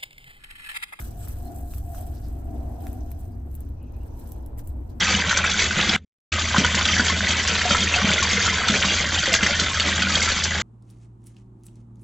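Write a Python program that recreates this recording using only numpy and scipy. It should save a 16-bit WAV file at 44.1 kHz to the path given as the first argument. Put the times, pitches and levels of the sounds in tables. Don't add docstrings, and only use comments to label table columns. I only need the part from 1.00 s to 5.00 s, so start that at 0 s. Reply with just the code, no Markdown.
import sys
import numpy as np
from scipy import signal
from scipy.fft import rfft, irfft
from scipy.io import wavfile

SR = 44100
rng = np.random.default_rng(int(sys.argv[2]) if len(sys.argv) > 2 else 0)


def generate_wav(sig):
    pcm = np.round(np.clip(np.atleast_2d(sig).T, -1, 1) * 32767).astype(np.int16)
    wavfile.write(sys.argv[1], SR, pcm)


N = 176400
T = np.arange(N) / SR
HZ = np.fft.rfftfreq(N, 1 / SR)

# (time [s], level [dB])
RUMBLE_LEVEL = [(0,-32.5),(2.2,-31.5),(2.6,-33.5)]
AIR_LEVEL = [(0,-52.5),(.55,-48.5),(.78,-54),(.97,-50),(1.7,-48.5),(2.5,-53.5),(3.97,-52)]
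# (frequency [Hz], relative level [dB])
RUMBLE_COLOUR = [(8,-36),(20,-3),(42,-9),(62,3.5),(105,-8.5),(190,-25),(300,-31),(700,-79.5)]
AIR_COLOUR = [(60,-23.5),(200,2),(350,2),(750,-7.5),(1300,-16.5),(4000,-38),(16000,-58)]
# (time [s], length [s], pitch [Hz], level [dB])
BIRD_NOTES = [(2.76,.16,2580,-72.5),(2.8,.07,2950,-75),(2.93,.06,2560,-70),(2.995,.055,2760,-71)]

# (time [s], level [dB])
FAR_HUM_LEVEL = [(0,-83),(1.38,-95),(1.54,-49.5),(1.8,-55.5),(2.5,-68.5),(3.0,-54.5),(3.3,-52),(3.97,-58.5)]
# (time [s], hollow hum level [dB], low hum level [dB])
NEAR_HUM_LEVELS = [(0,-60,-53.5),(.2,-51.5,-51.5),(.33,-63,-53.5),(.48,-45,-45),(.64,-50.5,-47.5),(.82,-56.5,-50),(.93,-44.5,-52),(1.02,-42,-50),(1.12,-53,-46.5),(1.33,-55.5,-47),(1.55,-47.5,-41),(1.74,-43,-43.5),(1.99,-47.5,-43),(2.14,-53.5,-48),(2.58,-66.5,-48.5),(3.97,-75,-48)]
# (frequency [Hz], relative level [dB])
FAR_HUM_COLOUR = [(250,-26),(450,4),(770,2.5),(990,-1.5),(1200,-20.5),(2500,-51)]
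LOW_HUM_COLOUR = [(100,-38.5),(195,-20),(235,5),(298,4.5),(365,-5),(560,-29.5),(1500,-62)]
HOLLOW_HUM_COLOUR = [(300,-45),(560,-17.5),(690,-2),(785,-5),(870,-23.5),(1200,-40),(2500,-52)]
# (time [s], frequency [Hz])
HOLLOW_RESONANCE = [(.7, 700), (1.3, 674)]

# (time [s], length [s], resonance [Hz], width [Hz], level [dB])
GLOVE_RUBS = [(0.185,.09,7900,1100,-53.5),(0.44,.055,4200,220,-62.5),(0.955,.06,3000,1800,-71),(1.13,.075,4700,2400,-61),(1.22,.07,4700,2000,-61),(2.305,.055,4700,900,-74),(3.57,.045,1600,1300,-59),(3.885,.04,4400,1800,-67)]
# (time [s], length [s], level [dB], body offset [dB])
GLOVE_SCRAPES = [(0.0,0.091,-52,-30),(0.165,0.21,-50,-13),(0.69,0.13,-50,-15.5),(0.912,.13,-48,-14.5),(1.772,0.23,-55,-12),(2.098,0.036,-51,-21),(2.156,0.13,-58.5,-15),(3.11,0.34,-58,-13.5),(3.567,0.055,-51.5,-16),(3.628,0.11,-60,-15.5),(3.884,0.057,-70,-5)]
# (time [s], snap level [dB], body drive [dB])
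RUSTLE_LEVELS = [(0.0,-42,-57.5),(0.13,-59.5,-69.5),(0.34,-53.5,-66),(0.87,-55.5,-74.5),(1.02,-53.5,-67.5),(1.35,-63,-74.5),(2.09,-64.5,-71),(2.46,-70,-85),(2.55,-64,-73.5),(2.8,-78.5,-82),(3.03,-69,-74),(3.3,-74,-74.5),(3.53,-74,-84),(3.97,-72.5,-84.5)]
# (time [s], strength [dB], knock offset [dB], ring [Hz])
COMB_CRACKS = [(0.0144,-45,7,1300),(0.1394,-50,-3,3300),(0.2745,-46,5,1250),(0.2835,-32,-14,3000),(0.585,-39,-20,3000),(0.7362,-39,-2,2700),(0.7474,-38,-14,4500),(0.781,-31,-11,4400),(0.9455,-42,2,1150),(0.9825,-41,-4,3300),(1.0685,-41,-16,3000),(1.284,-40,-18,4000),(1.806,-49,-4,4400),(1.8675,-35,1,1750),(1.9298,-39,-13,2500),(2.1155,-34,-11,2300),(2.5135,-43,-16,4200),(2.542,-43,-18,4000),(2.551,-30,-23,3700),(2.6054,-38,-21,4500),(2.689,-46,-16,4000),(2.8275,-49,-22,4000),(2.9212,-49,-14,4000),(2.9652,-48,-17,4000),(3.032,-45,-12,2800),(3.197,-38,-20,3000),(3.2728,-39,-22,4000),(3.3189,-33,-11,5800),(3.461,-40,-14,5200),(3.5925,-39,-3,1150),(3.6729,-31,-24,3000)]
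# (frequency [Hz], relative level [dB])
SNAP_COLOUR = [(1000, -44), (4000, -15), (6800, -8.5), (8400, 1), (10500, -3), (12500, 1.5), (14300, 7.5),
               (15100, -3), (16000, -27)]
BODY_COLOUR = [(200,-38),(700,12),(1400,10.5),(2300,8.5),(4400,5),(6500,6.5),(10000,-25)]
BURST_COLOUR = [(1500, -46), (5000, -22), (8500, -1.5), (12000, 5), (14500, 9), (16000, -16)]


def amp(db):
    return 10 ** (np.asarray(db) / 20)


def unit(x):
    return x / np.sqrt(np.mean(x ** 2) + 1e-20)


def curve(table, column=1):
    rows = np.array(table)
    return amp(np.interp(T, rows[:, 0], rows[:, column]))


def colour(x, points):
    hz, db = np.transpose(points)
    gain = unit(amp(np.interp(np.log(HZ + 1), np.log(hz), db)))
    log_gain = np.log(np.concatenate([gain, gain[-2:0:-1]]))
    minimum_phase = np.exp(np.conj(signal.hilbert(log_gain)))[:len(HZ)]
    return irfft(rfft(x) * minimum_phase, N)


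def drift(hz):
    return unit(irfft(rfft(rng.standard_normal(N)) * np.exp(-(HZ / hz) ** 2), N))


def resonate(x, hz, width_hz):
    turn = np.exp(2j * np.pi * np.cumsum(hz * np.ones(x.shape[-1])) / SR)
    pole = np.exp(-np.pi * width_hz / SR)
    return 2 * (turn * signal.lfilter([1 - pole], [1, -pole], x / turn)).real


def add(mix, start, sound):
    part = mix[max(round(start * SR), 0):][:len(sound)]
    part += sound[:len(part)]


def spread(mid, side, width, left_db):
    return unit(np.array([(mid + width * side) * amp(left_db), mid - width * side]))


def ports(x, delay_s=.000259):
    left = irfft(rfft(x) * np.exp(-2j * np.pi * HZ * delay_s), N)
    return np.array([left, x])


def ground_scatter(x, decay_s=0.0079):
    t = np.arange(SR // 8) / SR
    taps = rng.standard_normal((2, len(t))) * np.exp(-t / decay_s) * (t > .002)
    return signal.fftconvolve(x[None], taps / np.linalg.norm(taps[0]), axes=1)[:, :N]


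def outdoors():
    noise = rng.standard_normal((4, N))
    rumble = unit(colour(spread(*noise[:2], width=0.053, left_db=0.25), RUMBLE_COLOUR))
    air = colour(spread(*noise[2:], width=1.26, left_db=1.5), AIR_COLOUR)
    flutter = amp(1.3 * drift(25))
    return rumble * curve(RUMBLE_LEVEL) + air * flutter * curve(AIR_LEVEL)


def bird(blur_hz=200):
    out = np.zeros(N)
    for start, length, hz, db in BIRD_NOTES:
        progress = np.clip((T - start) / length, 0, 1)
        phase = 2 * np.pi * hz * T
        whistle = unit(drift(blur_hz) * np.cos(phase) + drift(blur_hz) * np.sin(phase))
        out += amp(db) * np.sqrt(abs(np.sin(np.pi * progress))) * whistle
    return out * unit(amp(0.83 * drift(37)))


def wings(count=7, centre_hz=106.48, detune=.14, wander=.025, roughness=0.35):
    out = np.zeros(N)
    for offset in np.linspace(-1, 1, count):
        hz = centre_hz * (1 + detune * offset + wander * drift(5) + 0.01982 * drift(59.14))
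        turns = np.cumsum(hz) / SR + rng.random()
        beats = unit(np.diff(np.floor(turns), prepend=0))
        puffs = unit(np.exp(-(turns % 1) / 0.22) * rng.standard_normal(N))
        out += (beats + roughness * puffs) * amp(2.94 * drift(8.2))
    return unit(out - out.mean())


def swarm(ring_db=5):
    mid, side = wings(), wings()
    low = colour(spread(mid, side, width=0.21, left_db=6.5), LOW_HUM_COLOUR)
    inside = spread(mid, side, width=0.37, left_db=-0.5)
    hollow_hz = np.interp(T, *np.transpose(HOLLOW_RESONANCE))
    ring = resonate(inside, hollow_hz, width_hz=15.3)
    hollow = colour(inside + amp(ring_db) * ring, HOLLOW_HUM_COLOUR)
    far = colour(spread(wings(), wings(), width=0.67, left_db=-4), FAR_HUM_COLOUR)
    near = unit(low) * curve(NEAR_HUM_LEVELS, column=2) + unit(hollow) * curve(NEAR_HUM_LEVELS)
    return near + unit(far) * curve(FAR_HUM_LEVEL)


def fibres(per_s, size_db, clump_db):
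    sizes = amp(size_db * np.minimum(rng.exponential(1, N), 4)) * rng.choice([-1, 1], N)
    breaks = rng.random(N) < per_s / SR
    return unit(sizes * breaks * amp(clump_db * drift(49)))


def rubs():
    slips = np.array([fibres(per_s=3000, size_db=3, clump_db=1.5) for _ in range(2)])
    out = np.zeros((2, N))
    for start, length, hz, width_hz, db in GLOVE_RUBS:
        span = slice(round(start * SR), round((start + length) * SR))
        mid, side = resonate(resonate(slips[:, span], hz, width_hz), hz, width_hz)
        arch = np.sin(np.linspace(0, np.pi, len(mid)))
        out[:, span] += amp(db) * arch * spread(mid, side, width=0.6, left_db=0)
    return out


def scrapes(skew=0.83):
    snap, body = np.zeros((2, N))
    for start, length, db, body_db in GLOVE_SCRAPES:
        arch = np.sin(np.pi * np.linspace(0, 1, round(length * SR)) ** skew)
        add(snap, start, amp(db) * arch)
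        add(body, start, amp(db + body_db) * arch)
    return snap, body


def crinkles(count=11, decay_cycles=1.28):
    t = np.arange(SR // 80) / SR
    out = np.zeros(N)
    for hz in np.geomspace(1000, 7500, count):
        clicks = fibres(per_s=450, size_db=4.2, clump_db=3.5)
        ring = np.sin(2 * np.pi * hz * t) * np.exp(-t * hz / decay_cycles)
        out += np.sqrt(hz) * unit(signal.oaconvolve(clicks, ring)[:N])
    return unit(out)


def rustle():
    scrape_snap, scrape_body = scrapes()
    grain = fibres(per_s=5000, size_db=5, clump_db=2.5)
    snap = colour(grain * np.hypot(curve(RUSTLE_LEVELS), scrape_snap), SNAP_COLOUR)
    body = colour(crinkles() * np.hypot(curve(RUSTLE_LEVELS, column=2), scrape_body), BODY_COLOUR)
    return ports(snap + amp(-6.5) * body) + ground_scatter(amp(-9) * snap + amp(2.5) * body)


def cracks(snap_s=0.00069, crumble_s=.01, crumble_db=-19, ring_s=.0009):
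    snap, knock, ring = np.zeros((3, N))
    t = np.arange(SR // 10) / SR
    burst = np.exp(-t / snap_s) + amp(crumble_db) * np.exp(-t / crumble_s)
    for start, db, knock_db, hz in COMB_CRACKS:
        onset = start + .001
        knock_gain = amp(db + knock_db - 2)
        add(snap, onset, amp(db - 1) * burst)
        add(knock, onset, knock_gain * burst)
        add(ring, onset, knock_gain * np.sin(2 * np.pi * hz * t) * np.exp(-t / ring_s))
    bright = colour(snap * rng.standard_normal(N), BURST_COLOUR)
    woody = ring + amp(-2.5) * colour(knock * rng.standard_normal(N), BODY_COLOUR)
    return ports(bright) + woody + amp(-10) * ground_scatter(bright + woody)


def scene():
    return outdoors() + swarm() + rustle() + rubs() + cracks() + bird()


def record(dry, edge_hz=16100):
    lowpass = signal.firwin(511, edge_hz, window=("kaiser", 9), fs=SR)
    return signal.oaconvolve(dry, lowpass[None], "same")


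dry = scene()
out = record(dry)
generate_wav(out)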